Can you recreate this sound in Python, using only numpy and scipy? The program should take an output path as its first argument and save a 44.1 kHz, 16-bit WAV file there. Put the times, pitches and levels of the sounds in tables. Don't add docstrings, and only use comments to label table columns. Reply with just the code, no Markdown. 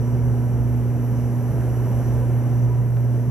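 import sys
import numpy as np
from scipy import signal
from scipy.fft import rfft, irfft, next_fast_len
from scipy.io import wavfile
from scipy.ndimage import uniform_filter1d, map_coordinates

SR = 44100
rng = np.random.default_rng(int(sys.argv[2]) if len(sys.argv) > 2 else 0)


def gain_from_db(level_db):
    decades = np.asarray(level_db, float) / 20
    return 10 ** decades


def wrap_up_sound(samples):
    columns = np.atleast_2d(samples).T
    tamed = np.clip(columns, -1, 1)
    steps = np.round(tamed * 32767).astype(np.int16)
    wavfile.write(sys.argv[1], SR, steps)


N = 145530

BLADE_HZ = 120.15

# time in seconds, blade tone in dB, its octave in dB.
BLADE_LEVELS = [(0, -20.5, -32.5), (.25, -19.5, -31.5), (.8, -20.5, -32), (1.4, -21.5, -31.5),
                (1.7, -21, -46.5), (2.05, -20, -33.5), (2.4, -20, -34), (2.6, -18, -33),
                (2.83, -19.5, -45.5), (3.1, -18.5, -35), (3.3, -21.5, -34.5)]
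# time in seconds, tooth mesh rate in Hz.
NEAR_MESH = [(0, 5745), (.33, 5731), (.66, 5723), (1.0, 5718), (1.32, 5713), (1.65, 5711), (1.97, 5713),
             (2.3, 5718), (2.63, 5724), (2.96, 5729), (3.3, 5732)]
MESH_SIDES = [-87, -77, -82, -80, -76, -99, -74, -72.5, -76, -81, -80, -88]
OCTAVE_SIDES = [-84, -84, -78, -74, -79, -71, -69, -78, -76, -85, -84]
FAR_SIDES = [-8, 0, -15]
# time in seconds, near mesh tone in dB, far mesh tone in dB.
WHINE_LEVELS = [
    (0, -61, -84),
    (.6, -67, -84),
    (1.15, -72, -76),
    (1.45, -71, -63),
    (1.75, -64, -68),
    (2.1, -70, -71),
    (2.55, -67, -69),
    (2.9, -72, -79),
    (3.3, -70, -84),
]
# time in seconds, gear rasp in dB.
GEAR_EFFORT = [(0, -61.5), (.4, -63.5), (1.0, -62.5), (1.17, -59), (1.35, -61), (1.9, -62), (2.05, -56),
               (2.25, -64), (2.6, -59), (2.8, -66), (3.3, -61)]
# time in seconds, airflow in dB.
AIRFLOW = [
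    (0, -36),
    (.85, -36),
    (1.3, -35.5),
    (1.6, -33.5),
    (2.2, -33.5),
    (2.7, -36.5),
    (2.95, -37.5),
    (3.3, -37.5),
]
# time in seconds, rumble in dB.
BUFFETS = [(0, -41), (.25, -30), (.42, -41), (.62, -29.5), (1.0, -39.5), (1.2, -35.5), (1.5, -36),
           (1.75, -34), (1.9, -37.5), (2.1, -29), (2.5, -39), (2.75, -34.5), (3.3, -41)]

# frequency in Hz, density in dB per Hz.
GEAR_RASP = [(4800, -25), (5300, -7), (5440, -14), (5680, -4), (5880, -6), (6000, 0), (6200, -8),
             (7000, -22)]
SKIN_ROAR = [(140, -7.5), (190, 0), (420, -3.5), (880, -15), (1150, -21), (1700, -24.5), (3050, -37),
             (3300, -54.5)]
SKIN_HISS = [(2800, 4.5), (3400, -3), (4800, -6.5), (7200, 0), (9300, -1.5), (12700, -1), (15000, -12),
             (15800, -21)]
CHOPPED_FIZZ = [(9300, -22), (10100, -6), (10900, -6), (11750, 1.5), (12500, -9.5), (13500, -31)]
HULL_RUMBLE = [(20, -15), (45, -3), (69, 11), (92, -2.5)]
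HULL_BOOM = [(85, -26), (105, -3), (128, -3.5), (145, -3.5), (160, -15), (200, -13)]
PUMP_HUM = [(955, -33), (972, -4.5), (980, -0.5), (988, -5), (1005, -26.5)]

# frequency in Hz, correlation (0 to 1).
PORT_LIKENESS = [(60, .98), (350, .985), (700, .94), (1400, .86), (3100, .58), (6000, .72), (8000, .35),
                 (13000, .3)]
# frequency in Hz, difference in dB.
PORT_LEAN = [(30, -6.5), (120, -3), (240, -2), (500, 0), (1200, -.5), (2400, .5), (5700, -.8), (9000, -2.8)]
# frequency in Hz, lead in radians.
PORT_LEAD = [(30, 1.5), (120, .72), (240, .52), (400, .42), (980, -.15), (3100, -.5), (8500, -1.6),
             (12000, .9)]

# time in seconds, level in dB.
TICK_BLOWS = [
    (2.9697, -28.5),
]
# frequency in Hz, bandwidth in Hz, level in dB.
TICK_BODY = [
    (1500, 400, 6),
    (2200, 900, -6),
    (4400, 1200, -21),
]


def unit(x):
    return x / np.sqrt(np.mean(x ** 2) + 1e-20)


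def along(points, hz):
    f, values = np.transpose(points)
    return np.interp(np.log(hz + 1), np.log(f + 1), values)


def curves(rows):
    seconds, *columns = np.transpose(rows)
    return [np.interp(np.arange(N) / SR, seconds, column) for column in columns]


def wobble(rate):
    return map_coordinates(rng.standard_normal(400), [np.arange(N) * rate / SR])


def filtered(x, response):
    size = next_fast_len(N + SR // 2)
    return irfft(rfft(x, size) * response(np.fft.rfftfreq(size, 1 / SR)), size)[..., :N]


def ports(hz):
    half = np.log(gain_from_db(along(PORT_LEAN, hz))) / 2 + .5j * along(PORT_LEAD, hz)
    return np.exp(np.array([half, -half]))


def tone(phase, hz):
    return np.sqrt(2) * np.real(ports(hz)[:, None] * np.exp(1j * phase))


def rush(spectrum, patchy_db):
    grains = signal.stft(rng.standard_normal((2, N)), nperseg=512)[2]
    patches = uniform_filter1d(rng.standard_normal(grains.shape[1:]), size=6, axis=0)
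    patches = uniform_filter1d(patches, size=14, axis=1)
    pair = signal.istft(grains * gain_from_db(patchy_db * unit(patches)), nperseg=512)[1][:, :N]

    def turn(hz):
        return np.arccos(np.clip(along(PORT_LIKENESS, hz), -1, 1)) / 2

    def colour(hz):
        inside = (hz > spectrum[0][0]) & (hz < spectrum[-1][0])
        return inside * gain_from_db(along(spectrum, hz)) * ports(hz)

    shared = filtered(pair[0], lambda hz: colour(hz) * np.cos(turn(hz)))
    apart = filtered(pair[1], lambda hz: colour(hz) * np.sin(turn(hz)) * [[1], [-1]])
    return (shared + apart) / np.std(shared.mean(axis=0))


def blade_angle():
    return 2 * np.pi * BLADE_HZ * np.arange(N) / SR - 1.68 + .07 * wobble(1.8)


def propellers(angle):
    tone_db, octave_db = curves(BLADE_LEVELS)
    first = gain_from_db(tone_db) * tone(angle, BLADE_HZ)
    octave = gain_from_db(octave_db) * tone(2 * angle + 2.2 + .3 * wobble(1.2), 2 * BLADE_HZ)
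    third = gain_from_db(-53 + 4 * wobble(4.5)) * tone(3 * angle, 3 * BLADE_HZ)
    return first + octave + third


def comb(carrier_hz, angle, levels_db, order, fade_db):
    carrier = 2 * np.pi * np.cumsum(carrier_hz) / SR
    total = 0
    for k, db in enumerate(levels_db):
        port_fade_db = 1.5 * np.array([wobble(2.2), wobble(2.2)])
        level = gain_from_db(db + fade_db * wobble(3.2) + port_fade_db)
        blur = .55 * wobble(9) + .8 * rng.normal()
        total = total + level * tone(carrier + (order + k) * angle + blur, carrier_hz[0])
    return total


def gearboxes(angle):
    mesh_hz, = curves(NEAR_MESH)
    mesh_hz = uniform_filter1d(mesh_hz, size=SR // 3, mode="nearest")
    effort_db, = curves(GEAR_EFFORT)
    near_db, far_db = curves(WHINE_LEVELS)
    sides = comb(mesh_hz, angle, MESH_SIDES, order=-5, fade_db=2.5)
    sides += comb(2 * mesh_hz, angle, OCTAVE_SIDES, order=-3, fade_db=2.5)
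    sides += comb(2 * mesh_hz + 290, angle, [-77], order=0, fade_db=2.5)
    near = gain_from_db(near_db) * comb(mesh_hz, angle, [0], order=0, fade_db=1)
    far = gain_from_db(far_db) * comb(mesh_hz + 210, angle, FAR_SIDES, order=-1, fade_db=1)
    rasp = gain_from_db(effort_db - 3 + .7 * np.cos(angle + 1.3)) * rush(GEAR_RASP, patchy_db=-0.8)
    return gain_from_db(0.62 * (effort_db - effort_db.mean())) * sides + near + far + rasp


def airflow(angle):
    flow_db, = curves(AIRFLOW)
    roar_db = 2 + 0.15 * wobble(6.58) + 0.82 * np.cos(angle + 0.73)
    hiss_db = -24.5 + 0.47 * wobble(9.2)
    fizz_db = -26.5 + 0.32 * (flow_db - flow_db.mean()) + 0.73 * wobble(6.5) + 1.2 * np.cos(angle - .7)
    roar = gain_from_db(roar_db) * rush(SKIN_ROAR, patchy_db=0.14)
    hiss = gain_from_db(hiss_db) * rush(SKIN_HISS, patchy_db=0.85)
    fizz = gain_from_db(fizz_db) * rush(CHOPPED_FIZZ, patchy_db=2.8)
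    return gain_from_db(flow_db) * (roar + hiss + fizz)


def hull():
    buffet_db, = curves(BUFFETS)
    rumble = gain_from_db(buffet_db) * rush(HULL_RUMBLE, patchy_db=-0.6)
    boom = gain_from_db(-34) * rush(HULL_BOOM, patchy_db=2.5)
    return rumble + boom


def pump():
    return gain_from_db(-55) * rush(PUMP_HUM, patchy_db=3.2)


def ticks():
    blows = np.zeros(N)
    for s, db in TICK_BLOWS:
        blows[round(s * SR)] = gain_from_db(db)

    def body(f):
        return sum(gain_from_db(db) * 1j * f * width / (centre * centre - f * f + 1j * f * width)
                   for centre, width, db in TICK_BODY)

    return 6 * filtered(blows, lambda f: body(f) / (1 + 1j * f / 4500) ** 3)


def scene():
    angle = blade_angle()
    return propellers(angle) + gearboxes(angle) + airflow(angle) + hull() + pump() + ticks()


def band_limit(x):
    return signal.sosfilt(signal.butter(12, 15745, fs=SR, output="sos"), x)


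def record(dry):
    return band_limit(dry)


dry = scene()
out = record(dry)
wrap_up_sound(out)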